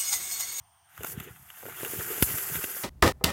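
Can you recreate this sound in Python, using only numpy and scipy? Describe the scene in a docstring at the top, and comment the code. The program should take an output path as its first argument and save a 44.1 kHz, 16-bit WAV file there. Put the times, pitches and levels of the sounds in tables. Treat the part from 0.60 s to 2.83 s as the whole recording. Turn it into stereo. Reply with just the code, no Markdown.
"""A firework fountain burns on asphalt at night, a little to the left of a pair of microphone ports.
The fuse flares and fades, then the main jet builds: shaped noise for hiss, middle band and lumpy low roar,
decaying tones for puffs, ringing clicks for spark snaps. One star bursts with a sharp crack and a noise tail.
The ground returns a short echo of jet, puffs and snaps, and several of the crack.
Air buffets each port with low noise and thuds; steady shaped noise makes insects and far traffic."""
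import sys
import numpy as np
from scipy import signal
from scipy.fft import rfft, irfft, next_fast_len
from scipy.io import wavfile
from scipy.ndimage import uniform_filter1d, map_coordinates

SR = 44100
rng = np.random.default_rng(int(sys.argv[2]) if len(sys.argv) > 2 else 0)


def int16_out(signal):
    """Quantize to a 16-bit WAV file."""
    q = np.round(np.clip(np.atleast_2d(signal).T, -1, 1) * 32767)
    wavfile.write(sys.argv[1], SR, q.astype(np.int16))


N = 98563  # length [samples]

# Spectrum shape of the bright hiss: (frequency [Hz], relative level [dB])
HISS_SHAPE = [(3500, -23), (4500, -8), (5500, -8.5), (7000, -3.5), (9000, -3), (10500, 2), (12500, 2),
              (14500, 0.5), (16000, -5)]
# Spectrum shape of the jet's middle band: (frequency [Hz], relative level [dB])
MIDDLE_SHAPE = [(450, -25), (700, -2), (1000, -3), (1500, 6.5), (2200, -2), (3200, 3), (3800, -1),
                (5000, -40), (6500, -4.5)]
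# Left-right likeness of the fountain's noise: (frequency [Hz], correlation [-1 to 1])
JET_ALIKE = [(300, 0.98), (800, 0.79), (3000, 1), (6000, 0.07), (15000, 0.3)]
GROUND_S = .00143  # delay of the bounce off the asphalt
LEAD_S, CRACK_LEAD_S = 0.00016, .000105  # how far the left port leads at high frequencies


def amp(db):
    """Decibels to amplitude."""
    return 10 ** (np.asarray(db) / 20)


def unit(x):
    """Scale to an rms of 1."""
    return x / np.sqrt(np.mean(x ** 2) + 1e-20)


def along(points, hz):
    """Interpolate (frequency [Hz], value) points on a log frequency axis."""
    f, v = np.transpose(points)
    return np.interp(np.log(hz + 1), np.log(f + 1), v)


def curves(rows, before_db=-100):
    """One value per sample for each column after the time."""
    s, *columns = np.transpose(rows)
    return [np.interp(np.arange(N) / SR, s, c, left=before_db) for c in columns]


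def wobble(rate):
    """A smooth random curve, rate knots a second."""
    knots = rng.standard_normal(int(N * rate / SR) + 4)
    return map_coordinates(knots, [np.arange(N) * rate / SR])


def filtered(x, response):
    """Multiply the spectrum of x by a complex response of frequency."""
    m = next_fast_len(N + 8192)
    return irfft(rfft(x, m) * response(np.fft.rfftfreq(m, 1 / SR)), m)[..., :N]


def rush(spectrum, alike, patchy_db):
    """Stereo noise of rms 1, with random gain patches in time and frequency common to both ports."""
    z = signal.stft(rng.standard_normal((2, N)), nperseg=256)[2]
    field = uniform_filter1d(rng.standard_normal(z.shape[1:]), size=6, axis=0)
    field = uniform_filter1d(field, size=8, axis=1)
    pair = signal.istft(z * amp(patchy_db * unit(field)), nperseg=256)[1][:, :N]

    def shape(hz):
        # sum and difference of the shares give the wanted left-right correlation
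        turn = np.arccos(np.clip(along(alike, hz), -1, 1)) / 2
        return amp(along(spectrum + [(SR / 2, -120)], hz)) * [np.cos(turn), np.sin(turn)]

    common, opposed = filtered(pair, shape)
    return unit(np.array([common + opposed, common - opposed]))


def night():
    """Far traffic and narrow bands of insects: steady noise, slightly louder on the right."""
    # Spectrum shape of the place: (frequency [Hz], relative level [dB])
    night_shape = [(40, -23), (90, 2), (150, -10), (220, -24), (320, -20), (520, -29), (700, 4), (1000, 1),
                   (1500, -6.5), (2500, -13), (3250, -5.5), (3800, -21), (6200, -12), (7500, -24),
                   (8600, -7), (8950, 3), (9400, -19), (12000, -28), (15000, -9.5)]
    night_db, right_db = -61.5, 0.5  # right_db is added on the right
    level = amp(night_db + np.array([[0], [right_db]]))
    return level * rush(night_shape, [(100, 1.0), (600, 0.07), (4000, 0.023)], patchy_db=-1.15)


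def buffeting():
    """Moving air rumbles and thuds on each port: lumpy low noise and short low pulses."""
    # Rumble in two stretches: (time [s], level before a gain of 1.49 [dB], left minus right [dB])
    rumble_levels = [
        [(0.0, -66, -9), (0.28, -89, 9), (0.396, -46, 32), (0.462, -60, 15.5), (0.548, -47, 20),
         (0.636, -47.5, -5), (0.73, -54.5, -16), (0.962, -75, -10), (1.1, -52.5, 18), (1.278, -59, -5),
         (1.38, -45.5, 5), (1.572, -64, 16), (1.6, -47, -1)],
        [(1.67, -44.5, 0), (1.738, -43.5, -2.5), (1.8, -50.5, 2), (1.838, -60, -15), (1.878, -49.5, 1),
         (1.902, -41.5, 1), (1.932, -48, 4), (1.97, -37.5, 4), (2.008, -49.5, 12), (2.032, -51, 5),
         (2.15, -78, -7), (2.23, -76, -4)],
    ]
    # Spectrum shape of the rumble: (frequency [Hz], relative level [dB])
    air_shape = [(25, -42), (45, -10), (70, 0.5), (110, 3.5), (170, 1), (250, -14), (400, -20), (800, -78)]
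    # Single thuds of air: (time [s], envelope peak [dB], left minus right [dB], pitch [Hz])
    thuds = [(0.011, -44, 4, 84.5), (0.395, -32, 36, 98), (0.5781, -20.5, 39, 155),
             (0.607, -28.5, -27, 164), (0.709, -34, -23, 105), (1.39, -27.5, 16, 126), (1.97, -29, 2, 130)]
    thud_lag_rad, thud_narrow = 1.9, 5.5  # a higher thud_narrow shortens each thud

    def ports(pan_db):
        return np.array([1 / (1 + amp(-pan_db)), 1 / (1 + amp(pan_db))])

    level_db, pan_db = curves(rumble_levels[0] + rumble_levels[1])
    lumps = amp(3.2 * np.array([wobble(27.87), wobble(28.5)]))
    rumble = unit(lumps * rush(air_shape, [(100, 0.94)], patchy_db=3.0))
    out = 1.49 * amp(level_db) * ports(pan_db) * rumble
    for s, db, pan, hz in thuds:
        cycles = (np.arange(N) / SR - s) * hz
        pulse = np.cos(2 * np.pi * cycles - thud_lag_rad) * np.exp(-thud_narrow * cycles * cycles)
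        out = out - amp(db) * ports(pan)[:, None] * pulse
    return out


def snapped(clicks):
    """Clicks given a brief ring: parallel resonances plus some bare click."""
    # Resonances of a snap: (centre [Hz], width [Hz], gain [dB])
    snap_modes = [(1623, 680, 3), (2390, 2450, 0.5), (7430, 710, 1), (12600, 8100, 6.5)]

    def ring(f):
        modes = [amp(db) * 1j * f * w / (c * c - f * f + 1j * f * w) for c, w, db in snap_modes]
        return 0.23 + sum(modes)

    return filtered(clicks, ring)


def jet():
    """Burning gas: hiss, middle band and roar flutter partly together; the middle sputters, sparks pepper it."""
    # Hiss and middle band: (time [s], hiss level [dB], middle band level [dB])
    jet_levels = [(.24, -99, -73), (.3, -65, -65.5), (.37, -52, -53), (.425, -47.5, -49.5), (.45, -46, -55),
                  (.47, -33.5, -48), (.49, -38, -53), (.525, -36.5, -52), (.545, -50, -53.5),
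                  (.58, -52.5, -55), (.62, -51, -48.5), (.64, -44.5, -50), (.66, -54.5, -49),
                  (.8, -54.5, -64), (.95, -51, -56), (1.0, -45, -52), (1.09, -45, -50.5),
                  (1.13, -45.5, -47.5), (1.17, -42.5, -46), (1.25, -35.5, -40.5), (1.28, -37, -45),
                  (1.42, -35, -43.5), (1.6, -32.5, -41.5), (1.705, -28, -41.5), (1.74, -30.5, -44.5),
                  (1.8, -31, -43.5), (1.92, -34.5, -46), (1.962, -28, -35), (2.0, -36, -45),
                  (2.04, -31, -41.5), (2.065, -35, -45.5), (2.23, -34.5, -46.5)]
    # Low roar: (time [s], level before a 6.5 dB lift [dB])
    roar_levels = [(0.34, -86), (0.424, -57.5), (0.544, -64), (0.68, -56.5), (0.782, -101), (1.018, -76),
                   (1.066, -53), (1.16, -65.5), (1.208, -56), (1.576, -51), (1.744, -54), (1.882, -60.5),
                   (2.04, -56.5), (2.23, -66)]
    # Spectrum shape of the roar: (frequency [Hz], relative level [dB])
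    low_shape = [(40, -57), (110, -8), (250, -6), (400, 8), (520, -2), (750, -49), (1500, -67)]
    flutter_db, slow_flutter, roar_lumps_db = .9, .25, 2.6
    sputters_per_s, sputter_db, sputter_s = 110, -7, .003  # sputter_s is the decay time constant
    sparks_per_s = 600
    spark_db, spark_spread_db, spark_most_db = 4, 3, 9  # over the hiss level

    hiss_db, middle_db = curves(jet_levels)
    roar_db, = curves(roar_levels)
    flutter = wobble(35.13) + slow_flutter * wobble(14.9)
    hiss_gain = amp(hiss_db + flutter_db * flutter + .8 * wobble(70))
    hiss = hiss_gain * rush(HISS_SHAPE, JET_ALIKE, patchy_db=1.2)

    middle_gain = amp(middle_db + 0.55 * flutter_db * flutter + 1.2 * wobble(49.82))
    middle = middle_gain * rush(MIDDLE_SHAPE, JET_ALIKE, patchy_db=2.0)
    spits = (rng.random(N) < sputters_per_s / SR) * rng.exponential(size=N)
    sputter = signal.lfilter([1], [1, -np.exp(-1 / (sputter_s * SR))], spits)
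    middle = middle * (1 + amp(sputter_db) * sputter)

    roar_gain = amp(roar_db + 6.5 + 0.89 * flutter + roar_lumps_db * wobble(45.4))
    roar = roar_gain * rush(low_shape, JET_ALIKE, patchy_db=2.5)

    lit = rng.random(N) < sparks_per_s / SR
    spread_db = np.minimum(spark_spread_db * rng.exponential(size=N), spark_most_db)
    sparks = lit * amp(hiss_db + spark_db + spread_db)
    return hiss + middle + roar + snapped(sparks)


def bursts():
    """Spark snaps ring with a short fizz; puffs of gas are decaying tones with a rasp and weaker later pops."""
    # Spark snaps: (time [s], level before the snap, fizz and rasp offsets [dB])
    snaps = [(.3775, -28), (.4338, -19), (.4445, -24), (.4474, -19), (.6005, -24), (.604, -26),
             (.9025, -31), (1.063, -28.5), (1.097, -29.5), (1.2486, -18), (1.393, -22.5), (1.784, -20.5),
             (1.899, -26.5), (1.955, -19.5), (2.0393, -20.5), (2.0423, -19.5), (2.169, -30)]
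    # Puffs of gas: (time [s], level before the tone and rasp offsets [dB], pitch [Hz])
    puffs = [(0.4074, -36.5, 447), (0.414, -38.5, 433), (0.4437, -30.5, 407), (1.029, -40, 800),
             (1.034, -36.5, 467), (1.055, -33.5, 497), (1.064, -33, 440), (1.085, -36, 780),
             (1.097, -41, 840), (1.207, -40, 706), (1.2317, -24.5, 396), (1.301, -41, 394),
             (1.335, -27.5, 366), (1.397, -32.5, 483), (1.58, -33, 423), (1.686, -33.5, 332),
             (1.712, -32.5, 304), (1.741, -31, 274), (1.899, -35.5, 385), (1.952, -32.5, 281),
             (2.041, -26.5, 368), (2.166, -36.5, 513)]
    snap_db, fizz_db, fizz_t60_s = -0.5, -10.5, .009
    snap_rasp_db, snap_rasp_t60_s = -9, .025
    puff_db, puff_cycles, puff_cut_hz = 4.5, 1.04, 136  # the tone falls by 1/e in puff_cycles
    rasp_db, rasp_t60_s = -14, 0.029
    ragged_s, ragged_db = .009, -7  # latest delay of the pops; each is one to two times ragged_db weaker

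    clicks, rasp, tones = np.zeros(N), np.zeros(N + SR), np.zeros(N + SR)
    t = np.arange(SR // 8) / SR
    for s, db in snaps:
        start = round(s * SR)
        clicks[start] = amp(db + snap_db)
        fizz = amp(db + fizz_db - 60 * t[:900] / fizz_t60_s) * rng.standard_normal(900)
        clicks[start + 1:][:900] += fizz
        rasp[start:][:len(t)] += amp(db + snap_rasp_db - 60 * t / snap_rasp_t60_s)

    # two pops after each puff, at random delays, levels and pitches
    pops = []
    for (s, db, hz), pair in zip(puffs, rng.random((len(puffs), 2, 2))):
        for k, (a, b) in enumerate(pair):
            pops.append((s + ragged_s * (k + a) / 2, db + ragged_db * (1 + a), hz * 2 ** (2 * b - .5)))
    for s, db, hz in puffs + pops:
        start = round(s * SR)
        decay = np.exp(-t * hz / puff_cycles)
        tones[start:][:len(t)] += amp(db + puff_db) * np.sin(2 * np.pi * hz * t) * decay
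        rasp[start:][:len(t)] += amp(db + rasp_db - 60 * t / rasp_t60_s)

    body = filtered(tones[:N], lambda f: (1j * f / (puff_cut_hz + 1j * f)) ** 2)
    return body + snapped(clicks) + rasp[:N] * rush(MIDDLE_SHAPE, JET_ALIKE, patchy_db=5.5)


def placed(x, echo_db, lead_s):
    """One bounce off the ground, then the path to each port: the right differs in tone and lags."""
    # Tone at the right port: (frequency [Hz], right over left [dB])
    right_tone = [(400, -1.5), (700, -1.5), (1500, -1.9), (2300, 3), (3300, 2.5), (5000, -3.5), (9000, -1),
                  (15000, 2)]
    lead_from_hz = 1760  # well below this both ports hear nearly in step

    def path(hz):
        echo = amp(echo_db) * np.exp(-2j * np.pi * hz * GROUND_S)
        lag_s = lead_s * hz ** 2 / (hz ** 2 + lead_from_hz ** 2)
        right = amp(along(right_tone, hz)) * np.exp(-2j * np.pi * hz * lag_s)
        return (1 + echo) * np.array([np.ones_like(hz), right])

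    return filtered(x, path)


def crack():
    """A star bursts: a shrill snap and its echoes, a pressure push and its rebound, then scattered echoes."""
    crack_s = 1.6251
    ring_db, ring_hz, ring_s, click_db, echo_db = 7, 13600, .0002, 5, -4
    # Pressure push, rows left and right: (decay time constant [s])
    push_s = [
        [.0009],
        [.0022],
    ]
    # Pressure push, rows left and right: (level [dB])
    push_db = [
        [-4],
        [-1],
    ]
    # Underpressure after the push, rows left and right: (decay time constant [s])
    suck_s = [
        [0.0011],
        [0.0078],
    ]
    # Underpressure, rows left and right: (level relative to the push [dB])
    suck_db = [
        [-5.5],
        [-6],
    ]
    tail_db, tail_t60_s = -12, 0.13  # hiss in the scattered echoes
    scatter_db, scatter_t60_s = -17, 0.03  # their middle band

    def fall(u, life):
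        return (u >= 0) * np.exp(-np.abs(u) / life)

    t = np.arange(N) / SR - crack_s
    late = t - GROUND_S
    snap = amp(ring_db) * fall(t, ring_s) * np.sin(2 * np.pi * ring_hz * t)
    snap = snap + snapped(amp(click_db) * (np.arange(N) == round(crack_s * SR)))
    # with the single bounce in placed(), this makes three echoes
    snap = snap + amp(2 * echo_db) * np.roll(snap, round(2 * GROUND_S * SR))
    push = amp(push_db) * (fall(t, np.array(push_s)) - amp(suck_db) * fall(late, np.array(suck_s)))
    tail_gain = amp(tail_db) * fall(late, tail_t60_s / np.log(1000))
    tail = tail_gain * rush(HISS_SHAPE, JET_ALIKE, patchy_db=2.5)
    scatter_gain = amp(scatter_db) * fall(late, scatter_t60_s / np.log(1000))
    scatter = scatter_gain * rush(MIDDLE_SHAPE, JET_ALIKE, patchy_db=1)
    # -100 dB leaves the push and scattered echoes practically without a bounce
    return placed(snap, echo_db, CRACK_LEAD_S) + placed(push + tail + scatter, -100, CRACK_LEAD_S)


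def scene():
    """The place, the air on the ports and the fountain, summed at the ports."""
    fountain = placed(jet(), -18.5, LEAD_S) + placed(bursts(), -11, LEAD_S) + crack()
    return night() + buffeting() + fountain


def record(dry):
    """Resonant bass cut, a gain that ducks briefly after loud sound, a soft ceiling and the band limit."""
    cut_hz, cut_q = 58.3, 0.98  # of each of two equal stages
    duck_above_db, duck_share, duck_s = -20.5, 0.59, 0.034  # duck_share: dB of cut per dB over
    ceiling, top_hz = 1.1, 16000

    def bass_cut(f):
        return (f * f / (cut_hz * cut_hz - f * f + 1j * f * cut_hz / cut_q)) ** 2

    x = filtered(dry, bass_cut)
    size = int(duck_s * SR)
    power = signal.lfilter(np.ones(size) / size, 1, np.mean(x ** 2, axis=0))  # mean of the last duck_s
    over_db = np.maximum(10 * np.log10(np.abs(power) + 1e-12) - duck_above_db, 0)
    x = x * amp(-duck_share * over_db)
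    x = x / (1 + np.abs(x / ceiling) ** 6) ** (1 / 6)
    return filtered(x, lambda hz: hz < top_hz)


dry = scene()
out = record(dry)
int16_out(out)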